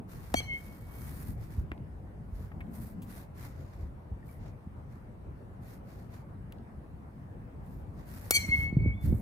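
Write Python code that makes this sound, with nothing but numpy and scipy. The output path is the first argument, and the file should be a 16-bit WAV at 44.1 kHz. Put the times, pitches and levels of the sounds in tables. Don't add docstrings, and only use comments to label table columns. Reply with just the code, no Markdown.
import sys
import numpy as np
from scipy import signal
from scipy.io import wavfile
from scipy.ndimage import uniform_filter1d

SR = 44100
rng = np.random.default_rng(int(sys.argv[2]) if len(sys.argv) > 2 else 0)


def inscribe(sig):
    pcm = np.round(np.clip(np.atleast_2d(sig).T, -1, 1) * 32767)
    wavfile.write(sys.argv[1], SR, pcm.astype(np.int16))


N = 406161

# (frequency [Hz], relative density [dB])
TOWN_COLOUR = [(15, -38), (25, -0.5), (70, 2.5), (130, -0.5), (229, -11.5), (317, -14.5), (962, -23),
               (1400, -30), (1890, -33.5), (3340, -48), (7310, -57.5), (8360, -54), (13600, -57.5),
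               (14800, -56.5), (16000, -80.5)]
TRAFFIC_COLOUR = [(100, -27.5), (200, 4.5), (290, -9.5), (400, -18), (700, -15.5), (3000, -52.5)]
SWISH_COLOUR = [(4000, -30), (7000, -11.5), (9000, -6), (12000, -1.5), (15000, -2.5), (16000, -28)]
SCUFF_COLOUR = [(400, 6), (1100, 8.5), (2000, 6), (3000, -5), (4500, -2.5), (7000, -6.5), (10000, -23.5),
                (16000, -43)]
WIND_COLOUR = [(20, -27.5), (35, -21), (58, 5.5), (90, 4.5), (130, -6.5), (200, -11), (300, -18),
               (600, -48), (1500, -53), (4000, -92.5)]
EDDY_COLOUR = [(60, -30), (200, 0), (330, -3.5), (550, -12.5), (900, -40), (3000, -61.5)]
# (frequency [Hz], correlation [-1..1])
PORT_LIKENESS = [(50, 0.85), (130, 0.88), (290, 0.88), (640, -0.05), (1400, -0.15), (3100, -0.25),
                 (6800, 0.24), (9000, 0.79), (15000, 0.7)]
# (time [s], relative level [dB])
TRAFFIC_LEVEL = [(0, -53), (2.2, -56), (2.75, -45), (3.6, -56), (5, -58), (9.21, -48)]
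# (time [s], pitch [Hz], level [dB])
BIRD_CALL = [(8.925, 3130, -78), (8.945, 3390, -68.5), (8.97, 3500, -75), (9.01, 3490, -66.5),
             (9.051, 3530, -75), (9.1, 3500, -76), (9.17, 3500, -87)]
# (time [s], half width [s], relative level [dB])
LOW_SURGES = [(0, 0.021, -16), (1.3, 0.14, -34), (1.6, 0.09, -31), (2.3, 0.56, -41), (4.0, .17, -46.5),
              (8.599, 0.24, -29), (8.84, 0.094, -19.5), (9.12, 0.064, -19)]
# (time [s], envelope peak [dB], starting frequency [Hz])
BUFFETS = [(1.58, -20.5, 92), (2.324, -27.5, 72), (3.822, -31.5, 75), (4.115, -27, 101), (4.67, -32.5, 225),
           (8.487, -23.5, 173), (8.585, -23.5, 134), (8.726, -23, 260), (8.768, -11, 187),
           (8.86, -21.5, 330), (9.126, -17, 277)]
# (start [s], end [s], relative swish [dB], relative scuff [dB])
STROKES = [(0.082, 0.164, -53.5, -50), (0.102, 0.503, -63, -59), (.5, 1.025, -63.5, -61.5),
           (0.916, 1.355, -55.5, -56.5), (1.362, 1.64, -65.5, -60.5), (2.303, 2.51, -66.5, -62),
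           (2.709, 2.947, -57.5, -60), (3.06, 3.266, -59, -57), (3.351, 3.518, -57.5, -52),
           (3.457, 3.9, -75, -64), (4.238, 4.393, -64.5, -65.5), (4.385, 4.54, -77, -61),
           (4.867, 5.023, -77, -68), (5.613, 5.804, -64.5, -60), (5.832, 6.083, -69, -62),
           (6.092, 6.227, -66.5, -57.5), (7.62, 7.868, -73.5, -71), (7.93, 8.104, -73, -63.5),
           (8.056, 8.7, -57, -54.5), (9.011, 9.125, -52, -52), (9.075, 9.263, -62, -70)]
# (time [s], level [dB], pitch [Hz], t60 [s])
SHORT_RINGS = [(0.343, -9, 700, 0.021), (0.345, -17, 250, 0.016), (1.719, -25.5, 287, 0.023),
               (2.608, -50, 2215, .06), (4.228, -52, 1820, 0.057), (4.289, -57.5, 2290, 0.095)]
KNOCK_HZ = [250, 700, 2200, 6000, 13000]
# (time [s], gain [dB], colour at each KNOCK_HZ [dB], scatter t60 [s])
KNOCKS = [(0.3411, -4, 14, 7.5, 2, -8.5, -16, 0.016), (0.4046, -30.5, 23, 6, 15, -26, -41, .04),
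          (1.7173, -24, 10, 16, 17.5, -19.5, -20, 0.0089), (2.517, -36.5, 10, 14.5, 11.5, -32, -26, 0.032),
          (2.606, -38, -2, 4, 21.5, -23, -13, 0.047), (3.0198, -39, -8, -5, 1, -7, -2, 0.14),
          (6.5232, -31.5, -10, -23, 13.5, -9, -6, 0.015), (8.3087, 2.5, 0, 3.5, -7, -1, 2, 0.016)]
# (frequency [Hz], first hit [dB], second hit [dB], left-right phase [rad])
BARREL_MODES = [(2192.5, -3.5, -2, 2), (3118, -5, -16, -2), (4298, -9, -5, -1.5), (5753, -15, -12, -0.5),
                (6110, -13.5, -13, 1), (6960, -19.5, -14, 0.9), (8020, -21, -13.5, -6.7),
                (8840, -19, -11, 2), (9440, -29, -22, -5.5), (10520, -26, -26.5, -5),
                (10300, -41, -19, -0.5), (11340, -27, -19, 13.5), (12100, -22, -20, -7),
                (14080, -29, -22, -7), (14810, -35, -18, -7)]
# (time [s], relative level of the ring while the barrel points away [dB])
BAT_HITS = [(.342, -49.5), (8.308, -32)]
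# (time after the hit [s], speed towards the microphone [m/s])
SWING = [(0, -4.5), (.018, 9.5), (.04, 11.5), (.085, 12.5), (.165, -6), (.24, -3), (.35, -.5), (.55, 4.5),
         (.9, 0.5)]
# (time [s], half width [s], relative level [dB], tilt over first octave [dB])
BROADSIDES = [(0.385, 0.022, -33, 1.5), (.53, 0.044, -31.5, -31.5), (1.0, 0.15, -63.5, -20),
              (8.365, 0.018, -23.5, 2.5), (8.535, 0.02, -21, -42), (8.615, 0.078, -31.5, -36),
              (8.881, 0.056, -40.5, -60.5)]


def amp(db):
    return 10 ** (np.asarray(db) / 20)


def unit_rms(x):
    return x / np.sqrt(np.mean(x ** 2) + 1e-20)


def flicker(samples):
    return unit_rms(uniform_filter1d(rng.standard_normal(N), size=samples))


def bell(t, centre, half_width, squareness=2):
    return np.exp(-abs((t - centre) / half_width) ** squareness)


def spectrum_at(points, hz):
    f, value = np.transpose(points)
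    return np.interp(np.log(hz + 1), np.log(f + 1), value)


def follow(rows, t):
    times, *columns = np.transpose(rows)
    return [np.interp(t, times, column) for column in columns]


def add(mix, start, sound):
    part = mix[:, max(round(start * SR), 0):][:, :sound.shape[-1]]
    part += sound[..., :part.shape[1]]


def noise(colour, patchy_db):
    hz = np.fft.rfftfreq(2048, 1 / SR)
    re, im, other_re, other_im, patches = rng.standard_normal((5, N // 512 + 5, len(hz)))
    likeness = np.clip(spectrum_at(PORT_LIKENESS, hz), -1, 1)
    left = re + 1j * im
    right = likeness * left + np.sqrt(1 - likeness ** 2) * (other_re + 1j * other_im)
    patches = unit_rms(uniform_filter1d(uniform_filter1d(patches, size=6, axis=0), size=24, axis=1))
    frames = np.array([left, right]) * amp(spectrum_at(colour, hz) + patchy_db * patches)
    return unit_rms(signal.istft(frames.swapaxes(1, 2), nperseg=2048, noverlap=1536)[1][:, :N])


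def click(colour):
    log_gain = np.log(amp(spectrum_at(colour, abs(np.fft.fftfreq(2048, 1 / SR)))))
    return np.fft.ifft(np.exp(np.conj(signal.hilbert(log_gain)))).real


def town():
    traffic_db, = follow(TRAFFIC_LEVEL, np.arange(N) / SR)
    rumble = amp(-44.5) * noise(TOWN_COLOUR, patchy_db=2)
    traffic = amp(traffic_db - 2) * noise(TRAFFIC_COLOUR, patchy_db=3.5)
    return (rumble + traffic) * amp([[.5], [-.5]])


def bird():
    t = np.arange(BIRD_CALL[0][0], BIRD_CALL[-1][0], 1 / SR)
    hz, db = follow(BIRD_CALL, t)
    phase = 2 * np.pi * np.cumsum(hz) / SR
    return t[0], np.sqrt(2) * amp(db) * np.sin([phase, phase + 1])


def thump_and_wind(calm_db=-60, rumble_trim_db=-3, eddy_db=-44):
    t = np.arange(N) / SR
    surge_power = sum((amp(db) * bell(t, centre, width)) ** 2 for centre, width, db in LOW_SURGES)
    strength = np.sqrt(amp(calm_db) ** 2 + surge_power)
    eddies = amp(eddy_db) * (strength / strength.max()) ** 1.1 * noise(EDDY_COLOUR, patchy_db=4)
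    return amp(rumble_trim_db) * strength * noise(WIND_COLOUR, patchy_db=4) + eddies


def buffet(start, db, hz, rise_cycles=0.71, sag=0.26):
    t = np.arange(SR // 8) / SR
    age = t * hz / rise_cycles
    turns = rise_cycles * np.log1p(sag * age) / sag
    return start, amp(db) * age * np.exp(1 - age) * np.sin(2 * np.pi * turns)


def rustle(grain_db=2, flutter_db=1.7, rise_s=0.063, fall_s=0.09):
    t = np.arange(N) / SR
    power = np.zeros((2, N))
    for start, end, *db in STROKES:
        taper = np.clip(np.minimum((t - start) / rise_s, (end - t) / fall_s) + 1 / 4, 0, 1) ** 3
        power += amp(db)[:, None] ** 2 * taper
    swish_level, scuff_level = np.sqrt(power)
    texture = amp(grain_db * flicker(120) + flutter_db * flicker(1800))
    swish = amp(-4) * swish_level * noise(SWISH_COLOUR, patchy_db=-1.5)
    scuff = amp(-2) * scuff_level * noise(SCUFF_COLOUR, patchy_db=1)
    return texture * (swish + scuff)


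def yard_echo(sound, wall_db, tail_db, low_t60, high_t60=.38, wall_delay_s=.061, taps_per_s=700):
    t = np.arange(SR) / SR
    taps = rng.standard_normal((2, SR)) * (rng.random((2, SR)) < taps_per_s / SR)
    hz, age, frames = signal.stft(taps * np.minimum(t / 0.042, 1), SR, nperseg=256)
    t60 = spectrum_at([(2000, low_t60), (12000, high_t60)], hz)[:, None]
    tail = signal.istft(frames * amp(-60 * age / t60), SR, nperseg=256)[1]
    echo = amp(tail_db) * tail / np.linalg.norm(tail[0])
    slap = click([(200, 3.0), (2000, -14.5), (5000, 9), (13000, -21.0)])
    add(echo, wall_delay_s, amp(wall_db) * np.array([slap, np.roll(slap, 5)]))
    return signal.fftconvolve(sound, echo, axes=1)[:, :N]


def short_ring(start, db, hz, t60, right_db=-4, right_lag_s=.0004, rise_s=0.00038):
    t = np.maximum(np.arange(SR // 10) / SR - np.array([[0], [right_lag_s]]), 0)
    envelope = amp(db - 60 * t / t60) * (1 - np.exp(-t / rise_s))
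    return start, amp([[0], [right_db]]) * envelope * np.sin(2 * np.pi * hz * t)


def knock(start, gain_db, *colour_and_t60, scatter_db=-12, hiss_db=-33, hiss_t60=.09, bounce_s=.0015):
    *colour, t60 = colour_and_t60
    t = np.arange(SR // 10) / SR
    blow = amp(scatter_db - 60 * t / t60) * rng.standard_normal(len(t)) * np.minimum(t / bounce_s, 1)
    blow[0] += 1
    blow[round(bounce_s * SR)] += .6
    hiss = amp(hiss_db - 60 * t / hiss_t60) * rng.standard_normal((2, len(t)))
    impact = click([(60, colour[0] - 20), *zip(KNOCK_HZ, colour)])
    left, right = signal.fftconvolve(blow + hiss, impact[None], axes=1)
    _, poles = signal.butter(1, [1400, 3000], "band", fs=SR)
    right = signal.lfilter(poles[::-1], poles, right)
    return start, amp(gain_db) * np.array([left * amp(1), right * amp(-1)])


def barrel_ping(start, ring_db, hit, toward, twin_split=0.0095, twin_db=-8, flutter_db=5.5, lead_s=0.006,
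                fade_db_per_s=44, dulling_db_per_s=50.5, damping_db_per_octave_s=35, left_db=0.8):
    t = np.arange(0, 1.1, 1 / SR)
    speed, = follow(SWING, t)
    clock = np.cumsum(1 + toward * speed / 343) / SR
    lowest_hz = BARREL_MODES[0][0]
    ping = np.zeros((2, len(t)))
    for hz, *hit_db, port_phase in BARREL_MODES:
        mode = np.exp(2j * np.pi * (hz * clock + rng.random()))
        if hz > lowest_hz:
            beat_hz = twin_split * hz * rng.uniform(1.0, 1.9)
            twin = amp(twin_db) * np.exp(2j * np.pi * (beat_hz * clock + rng.random()))
            mode = mode * (1 + twin) / np.hypot(1, amp(twin_db))
        octaves = np.log2(hz / lowest_hz)
        overtone_share = min(octaves, 1)
        ring = amp(ring_db - fade_db_per_s * t - overtone_share * (4 + dulling_db_per_s * t))
        ring *= amp(flutter_db * unit_rms(uniform_filter1d(rng.standard_normal(len(t)), size=1200)))
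        swells = sum(amp(db + tilt_db * overtone_share)
                     * bell(start + t, centre - lead_s * overtone_share, width, squareness=3.2)
                     for centre, width, db, tilt_db in BROADSIDES)
        damping_db = damping_db_per_octave_s * max(octaves - 1, 0) * t
        level = np.hypot(ring, swells) * amp(hit_db[hit] - damping_db)
        ports = np.array([mode * amp(left_db), mode * np.exp(-1j * port_phase) / amp(left_db)])
        ping += np.sqrt(2) * level * ports.real
    return start, ping


def scene():
    blows, pings, pings_away, buffets_and_bird = np.zeros((4, 2, N))
    for row in KNOCKS:
        add(blows, *knock(*row))
    for row in SHORT_RINGS:
        add(blows, *short_ring(*row))
    for hit, row in enumerate(BAT_HITS):
        add(pings, *barrel_ping(*row, hit, toward=0.97))
        add(pings_away, *barrel_ping(*row, hit, toward=-1))
    for row in BUFFETS:
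        add(buffets_and_bird, *buffet(*row))
    add(buffets_and_bird, *bird())
    echoes = yard_echo(blows, wall_db=-14.5, tail_db=-27, low_t60=1.0)
    echoes += yard_echo(pings_away + amp(-7) * pings, wall_db=-26.5, tail_db=-18, low_t60=0.33)
    return blows + pings + buffets_and_bird + echoes + town() + thump_and_wind() + rustle()


def record(dry, low_cut_hz=38, band_limit_hz=16050):
    thinned = signal.sosfilt(signal.butter(2, low_cut_hz, "high", fs=SR, output="sos"), dry)
    low_pass = signal.firwin(255, band_limit_hz, window=("kaiser", 9), fs=SR)
    return signal.oaconvolve(thinned, low_pass[None], "same")


dry = scene()
out = record(dry)
inscribe(out)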